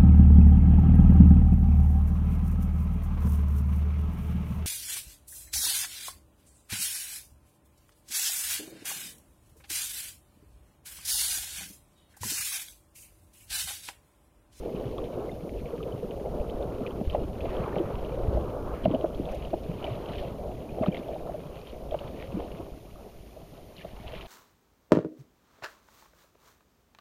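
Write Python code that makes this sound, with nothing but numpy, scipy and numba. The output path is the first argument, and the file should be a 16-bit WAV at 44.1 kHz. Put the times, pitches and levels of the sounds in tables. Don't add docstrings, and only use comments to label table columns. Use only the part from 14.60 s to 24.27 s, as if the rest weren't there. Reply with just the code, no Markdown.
import sys
import numpy as np
from scipy import signal
from scipy.fft import rfft, irfft, next_fast_len
from scipy.io import wavfile
from scipy.ndimage import uniform_filter1d
from numba import njit

SR = 44100
rng = np.random.default_rng(int(sys.argv[2]) if len(sys.argv) > 2 else 0)


def undo_db(level):
    steps = np.asarray(level, float) / 20
    return 10 ** steps


def unload_wav(signal):
    wavfile.write(
        sys.argv[1],
        SR,
        np.round(np.clip(np.atleast_2d(signal).T, -1, 1) * 32767).astype(np.int16),
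    )


N = 426447

# (time [s], rush level [dB], buffeting level [dB], level of the rush's bright edge [dB])
WIND_COURSE = [(0.0, -38.5, -48, -60), (0.4, -37.5, -45, -56), (0.84, -42.5, -50, -58.5),
               (0.96, -42, -35, -64), (1.14, -39.5, -50, -55), (1.45, -39.5, -46.5, -56),
               (1.83, -37.5, -38, -53), (2.26, -34, -45.5, -50), (2.48, -42, -36, -58.5),
               (2.63, -34, -38.5, -49.5), (2.73, -43, -36.5, -60.5), (3.0, -33, -39.5, -40.5),
               (3.5, -39, -37, -52), (3.77, -32, -29, -48), (3.95, -37.5, -39.5, -44),
               (4.42, -37.5, -40, -51), (4.98, -41.5, -43, -58.5), (5.27, -38.5, -41, -49),
               (6.05, -41.5, -43, -59.5), (6.27, -37, -47, -53.5), (7.06, -48, -47, -59),
               (7.78, -41.5, -41.5, -56), (8.1, -46, -45.5, -58.5), (8.2, -54, -51, -66),
               (9.05, -56, -54, -66.5), (9.67, -49, -45, -54.5)]
# (time [s], centre frequency [Hz])
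RUSH_PITCH = [(0, 426), (2.3, 513), (4.2, 537), (9.67, 636)]
# (frequency [Hz], relative gain [dB])
CAVITY_RESPONSE = [(900, -36), (1500, -2.5), (1900, -3), (2400, 2), (3000, 4), (3600, -2), (4300, -4),
                   (5500, -16), (8000, -22)]
GUST_DB = -40


def level(x, db):
    return x * undo_db(db) / np.sqrt(np.mean(x ** 2))


def colour(x, points):
    hz, db = np.transpose(points)
    size = next_fast_len(N)
    f = np.arange(size // 2 + 1) * SR / size + 1
    gain = undo_db(np.interp(np.log(f), np.log(hz), db))
    return irfft(rfft(x, size) * gain, size)[:N]


def curves(table):
    s, *columns = np.transpose(table)
    return [np.interp(np.arange(N) / SR, s, column) for column in columns]


def walk(rate):
    k = int(SR / rate)
    held = np.repeat(rng.standard_normal(N // k + 1), k)
    return 1.37 * uniform_filter1d(uniform_filter1d(held, k), k)[:N]


def flicker(x, rate, depth_db):
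    return level(x * undo_db(depth_db * walk(rate)), 0)


def swells(table):
    fall_s = 0.086
    t = np.arange(0, N, 64) / SR
    s, rise_s, hold_s, db = np.transpose(table)[:, :, None]
    rising = (t - s) / rise_s
    falling = (s + hold_s - t) / fall_s
    shape = np.exp(np.minimum(0, np.minimum(rising, falling)))
    gain = np.sqrt(np.sum((undo_db(db) * shape) ** 2, axis=0))
    return np.interp(np.arange(N) / SR, t, gain)


@njit
def svf(x, hz, width):
    y, band, low = np.empty(len(x)), 0., 0.
    for i in range(len(x)):
        g, k = np.tan(np.pi * hz[i] / SR), width / hz[i]
        v = (band + g * (x[i] - low)) / (1 + g * (g + k))
        band, low, y[i] = 2 * v - band, low + 2 * g * v, k * v
    return y


@njit
def ring(s, size, hz, cycles, glide, sharp, length):
    out = np.zeros(length)
    rise = np.log(sharp + 1) / sharp
    top = (sharp / (sharp + 1)) ** 2 * np.exp(-2 * rise)
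    for j in range(len(s)):
        tau, phase = cycles[j] / hz[j] * SR, 0.
        start = max(int(s[j] * SR - rise * tau), 0)
        for i in range(min(int(5 * tau), length - start)):
            u = i / tau
            phase += 2 * np.pi * hz[j] * (1 + glide * u) / SR
            envelope = (1 - np.exp(-sharp * u)) ** 2 * np.exp(-2 * u)
            out[start + i] += size[j] / top * envelope * np.sin(phase)
    return out


def burst(s, db, hz, cycles, glide, sharp, after_s, spread, rest_db, count, lead=.35):
    u = rng.random((len(s), 3, count))
    times = s[:, None] + after_s * (u[:, 0] - lead)
    pitch = hz[:, None] * np.exp(spread * (2 * u[:, 1] - 1))
    size = undo_db(db[:, None] + rest_db * (0.5 + u[:, 2]))
    rest_cycles = 0.607 * np.repeat(cycles, count)
    rest = ring(times.ravel(), size.ravel(), pitch.ravel(), rest_cycles, glide, sharp, N)
    return ring(s, undo_db(db), hz, cycles, glide, sharp, N) + rest


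def patter(lo_hz, hi_hz, cycles, scatter_db, glide, sharp, count):
    u = rng.random((count, 4)).T
    size = undo_db(-scatter_db * np.log(1 - .98 * u[1]))
    hz = lo_hz * (hi_hz / lo_hz) ** u[2]
    return ring(u[0] * N / SR, size, hz, cycles * 4 ** (u[3] - .5), glide, sharp, N)


@njit
def follow(x, attack, release):
    e, y = 0., np.empty(len(x))
    for i in range(len(x)):
        e += (abs(x[i]) - e) * (attack if abs(x[i]) > e else release)
        y[i] = e
    return y


def hiss():
    # (frequency [Hz], relative gain [dB])
    hiss_spectrum = [(500, 0), (4000, 0), (9000, -4), (11500, -2), (15000, -3)]
    return level(colour(rng.standard_normal(N), hiss_spectrum), -62)


def wind():
    # (frequency [Hz], relative gain [dB])
    buffet_spectrum = [(12, -1), (25, -1), (40, 3.5), (57, 11.5), (80, 1), (130, -3.5), (200, -70)]
    # (frequency [Hz], relative gain [dB])
    edge_spectrum = [(600, -16), (850, 3.5), (1100, 2), (1400, -4.5), (1700, -15.5), (2200, -54)]
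    rush_db, buffet_db, edge_db = curves(WIND_COURSE)
    hz = curves(RUSH_PITCH)[0] * (1 + 0.052 * walk(4.02))
    eddies = walk(14)

    rumble = colour(rng.standard_normal(N), buffet_spectrum)
    buffet = flicker(rumble * undo_db(0.85 * eddies), 7.3, 0.7)
    shoves = level(patter(20.7, 140.0, 0.51, 2.9, glide=0.089, sharp=5.7, count=160), -0.92)

    band = svf(svf(rng.standard_normal(N), hz, 330.0), hz, 333.0)
    dull = signal.sosfilt(signal.butter(4, 760, fs=SR, output="sos"), band)
    rush = flicker(dull * undo_db(1.22 * eddies), 40, 2.8)

    bright = colour(rng.standard_normal(N), edge_spectrum)
    edge = flicker(bright * undo_db(1.36 * eddies), 30, 3.15)
    slurps = level(patter(850.0, 1330.0, 3.5, 3.6, glide=0.028, sharp=2.57, count=900), -7)
    return undo_db(buffet_db) * (buffet + shoves) + undo_db(rush_db) * rush + undo_db(edge_db) * (edge + slurps)


def puffs():
    # (time [s], peak level [dB])
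    puff_events = [(1.065, -30), (1.137, -24.5), (1.266, -26.5), (1.433, -24.5), (2.991, -35), (6.418, -34),
                   (6.54, -30)]
    s, db = np.transpose(puff_events)
    hz = np.interp(s, *np.transpose(RUSH_PITCH))
    return ring(s, undo_db(db), hz, np.full(len(s), 5.), 0., 1.7, N)


def swash(rush_db):
    # (frequency [Hz], relative gain [dB])
    flow_spectrum = [(60, -36), (100, -1), (190, -1.5), (280, -2), (420, 2), (700, -51)]
    swash_db = -43.5 + 0.74 * (rush_db - GUST_DB)
    flow = flicker(colour(rng.standard_normal(N), flow_spectrum), 12, 0.89)
    gurgle = level(patter(100.6, 355.0, 1.074, 3.13, glide=0.16, sharp=1.64, count=500), 0.11)
    taps = level(patter(420.0, 714.0, 2.645, 0.64, glide=0.017, sharp=1.73, count=400), -8.5)
    return undo_db(swash_db) * (flow + gurgle) + undo_db(rush_db) * taps


def spray(rush_db):
    # (time at full level [s], rise constant [s], hold [s], spray gain [dB])
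    splash_events = [(0.05, 0.05, 0.3, -59.5), (2.493, 0.064, 0.023, -57), (2.81, 0.053, 0.25, -56.5),
                     (3.4, 0.16, 0.38, -61), (4.25, 0.0085, 0.015, -49), (4.727, 0.11, 0.16, -56),
                     (5.237, 0.21, 0.12, -53), (5.52, 0.064, 0.081, -50), (6.228, 0.017, 0.26, -60),
                     (6.97, 0.23, 0.13, -59.5), (7.315, 0.025, 0.36, -58.5), (7.548, 0.058, 0.44, -61.5),
                     (9.176, .01, 0.075, -56.5), (9.51, 0.12, 0.081, -50.5)]
    bubbles = patter(1713.0, 4550.0, 10, 2.6, glide=0.012, sharp=12.0, count=4500)
    ticks = patter(1300.0, 6100.0, 1.2, 5.5, glide=0., sharp=4.6, count=2000)
    mist = rng.standard_normal(N)
    mixture = (level(colour(bubbles, CAVITY_RESPONSE), -4)
               + level(colour(ticks, CAVITY_RESPONSE), -7)
               + level(colour(mist, CAVITY_RESPONSE), -6.5))
    clumped = undo_db(2.1 * walk(90)) * mixture
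    steady = undo_db(-63 + 0.24 * (rush_db - GUST_DB))
    return np.hypot(steady, swells(splash_events)) * clumped


def wash():
    # (time at full level [s], rise constant [s], hold [s], level [dB])
    wash_events = [(2.92, 0.11, 0.4, -56), (4.15, 0.025, 0.045, -55), (6.23, 0.012, 0.037, -56)]
    # (frequency [Hz], relative gain [dB])
    wash_spectrum = [(800, -24), (1300, 7), (1800, 1), (2400, 0), (4500, -26)]
    return swells(wash_events) * flicker(colour(rng.standard_normal(N), wash_spectrum), 50, 1.3)


def sprinkles():
    # (time [s], peak level of the main tick [dB])
    sprinkle_events = [(4.716, -53), (4.75, -51.5)]
    s, db = np.transpose(sprinkle_events)
    return burst(s, db, np.full(len(s), 6000.), np.full(len(s), 4.5), glide=0., sharp=3.2,
                 after_s=0.011, spread=0.97, rest_db=-1.8, count=40)


def lone_bubbles():
    # (nominal time, just ahead of the peak [s], peak level [dB], frequency [Hz])
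    gulp_events = [(0.383, -34, 1100), (0.692, -42.5, 2080), (0.715, -50, 3600), (1.204, -39.5, 1210),
                   (1.3219, -45.5, 3030), (2.5336, -39, 1060), (3.127, -42, 1740), (6.09, -47.5, 2440),
                   (6.231, -32, 1140), (6.2602, -31, 1230), (6.3175, -43, 3100), (6.3246, -40, 2350),
                   (6.43, -51, 2320), (8.357, -47.5, 1180)]
    s, db, hz = np.transpose(gulp_events)
    decay_s = 0.0048
    return ring(s + 0.00259, undo_db(db), hz, decay_s * hz, 0.0068, 2.2, N)


def drops():
    # (time [s], nominal peak level [dB], bubble frequency [Hz])
    drop_events = [(0.382, -40.5, 3330), (0.442, -44.5, 3100), (1.0584, -44, 2320), (1.23, -41, 2960),
                   (1.51, -42.5, 2900), (1.8997, -41.5, 3120), (2.0263, -44, 3560), (2.2655, -33.5, 2440),
                   (2.3087, -46, 3100), (2.4995, -34.5, 3060), (2.5301, -43, 3000), (2.549, -43, 1980),
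                   (2.807, -38.5, 2520), (2.8547, -39, 2670), (2.9677, -41, 3100), (3.1582, -37, 2240),
                   (3.1842, -38, 3000), (3.4486, -43, 2800), (4.2424, -41, 3040), (4.2534, -32, 2800),
                   (4.3134, -38, 3050), (4.348, -34.5, 2940), (4.4113, -43, 3100), (4.5476, -44, 3220),
                   (4.6553, -43, 3400), (4.69, -42, 2550), (4.851, -41, 2900), (5.243, -31, 2970),
                   (5.2662, -37, 2350), (5.46, -42, 3020), (5.5837, -36.5, 2970), (6.225, -42, 2620),
                   (6.2374, -37, 2100), (6.261, -37.5, 3020), (6.2835, -41, 2480), (6.3455, -38, 3100),
                   (6.3473, -36, 2140), (6.369, -36.5, 2100), (6.3705, -41, 3100), (6.377, -43, 3580),
                   (6.485, -47, 3300), (6.9716, -46, 2670), (7.072, -41, 3100), (7.311, -40.5, 3220),
                   (7.3898, -38, 2860), (7.6, -43, 2400), (9.1664, -44.5, 4040), (9.1828, -41, 2870),
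                   (9.195, -45, 2100), (9.5382, -41, 2810)]
    s, db, hz = np.transpose(drop_events)
    ticks = burst(s, db - 1, np.full(len(s), 3100.), np.full(len(s), 1.2), glide=0., sharp=6.8,
                  after_s=0.008, spread=0.35, rest_db=-4, count=3, lead=0)
    bubbles = burst(s, db - 0.6, hz, np.full(len(s), 10.5), glide=0.022, sharp=11.0,
                    after_s=.012, spread=0.29, rest_db=-10.0, count=4, lead=0)
    high_pass = signal.butter(3, 1700, "high", fs=SR, output="sos")
    return signal.sosfilt(high_pass, colour(ticks, CAVITY_RESPONSE) + bubbles)


def knocks():
    # (time [s], peak level of the main ring [dB], decay [cycles])
    knock_events = [(2.414, -29, 3.1), (2.55, -16.5, 3.67), (2.598, -34, 2), (2.856, -28, 2.9),
                    (3.167, -18.5, 1.9), (3.776, -25, 4.8), (4.26, -10.5, 3.54), (4.341, -21, 6.3),
                    (4.352, -19.5, 6.47), (4.445, -16, 2.8), (4.936, -19, 4.4), (5.247, -28.5, 2.96),
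                    (5.282, -28, 6.7), (6.189, -30, 2.8), (6.225, -25, 7.4), (6.236, -20, 2.45),
                    (6.266, -27, 2.6), (6.49, -29, 6.8), (6.557, -29, 8.4), (6.696, -28, 4.8),
                    (6.746, -28, 6.9), (7.325, -24.5, 8.2), (7.345, -18, 2.8), (7.412, -31, 2.9),
                    (7.799, -27, 2.46), (8.768, -41, 6.2), (9.25, -29, 5.2), (9.537, -33, 5.2)]
    s, db, cycles = np.transpose(knock_events)
    deck_hz = np.full(len(s), 633.5)
    body = burst(s, db, deck_hz, cycles, glide=-0.02, sharp=1.7,
                 after_s=0.012, spread=0.25, rest_db=-6.5, count=3, lead=.25)
    crack = burst(s, db - 25, 2.06 * deck_hz, np.full(len(s), 2.2), glide=0., sharp=1.1,
                  after_s=0.004, spread=0.086, rest_db=0, count=1)
    return body + crack


def thuds():
    # (time [s], peak level of the main ring [dB], pocket frequency [Hz], decay [cycles])
    thud_events = [(2.414, -23.5, 210, 1.33), (3.205, -20, 340, 5.4), (4.262, -14, 192, 2.13),
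                   (4.2807, -11, 216, 1.2), (4.299, -22, 118, 1.5), (4.313, -18, 295, 2.5),
                   (4.346, -19, 258, 2.95), (4.445, -23.5, 337, 3.88), (4.6, -21.5, 298, 1.9),
                   (4.941, -27.5, 346, 4.3), (6.212, -19.5, 203, 1.2), (6.287, -10, 196, 1.33),
                   (7.751, -26.5, 193, 3.9), (7.775, -25.5, 309, 5.05), (8.467, -36, 400, 1.7)]
    s, db, hz, cycles = np.transpose(thud_events)
    pocket = burst(s, db, hz, cycles, glide=0., sharp=1.5,
                   after_s=0.02, spread=0.5, rest_db=-9.0, count=2)
    froth = burst(s, db - 13.5, 1.6 * hz, np.full(len(s), 1.8), glide=0.063, sharp=0.99,
                  after_s=.05, spread=0.6, rest_db=-1.0, count=7)
    return pocket + froth


def scene():
    rush_db = curves(WIND_COURSE)[0]
    air = wind() + puffs()
    water = swash(rush_db) + spray(rush_db) + wash() + sprinkles() + lone_bubbles() + drops()
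    return (air + water + knocks() + thuds())[None]


def band_limit(x):
    return signal.sosfilt(signal.butter(12, 15570, fs=SR, output="sos"), x)


def record(dry):
    # (centre frequency [Hz], width [Hz], gain at the centre [dB])
    notches = [(7850, 1100, -11), (7890, 170, -24), (11850, 130, -22)]
    f = np.arange(N // 2 + 1) * SR / N
    notch_db = sum(db * np.exp(-(2 * (f - hz) / width) ** 2) for hz, width, db in notches)
    notched = irfft(rfft(dry[0] + hiss()) * undo_db(notch_db), N)
    loudness = follow(notched, 0.0065, 0.00046)
    ducked = notched * np.minimum(1, undo_db(-21) / (loudness + 1e-9)) ** .7
    low_pass = signal.ellip(12, .2, 70, 15000, fs=SR, output="sos")
    mix = signal.sosfilt(low_pass, ducked)[None]
    return band_limit(mix)


dry = scene()
out = record(dry)
unload_wav(out)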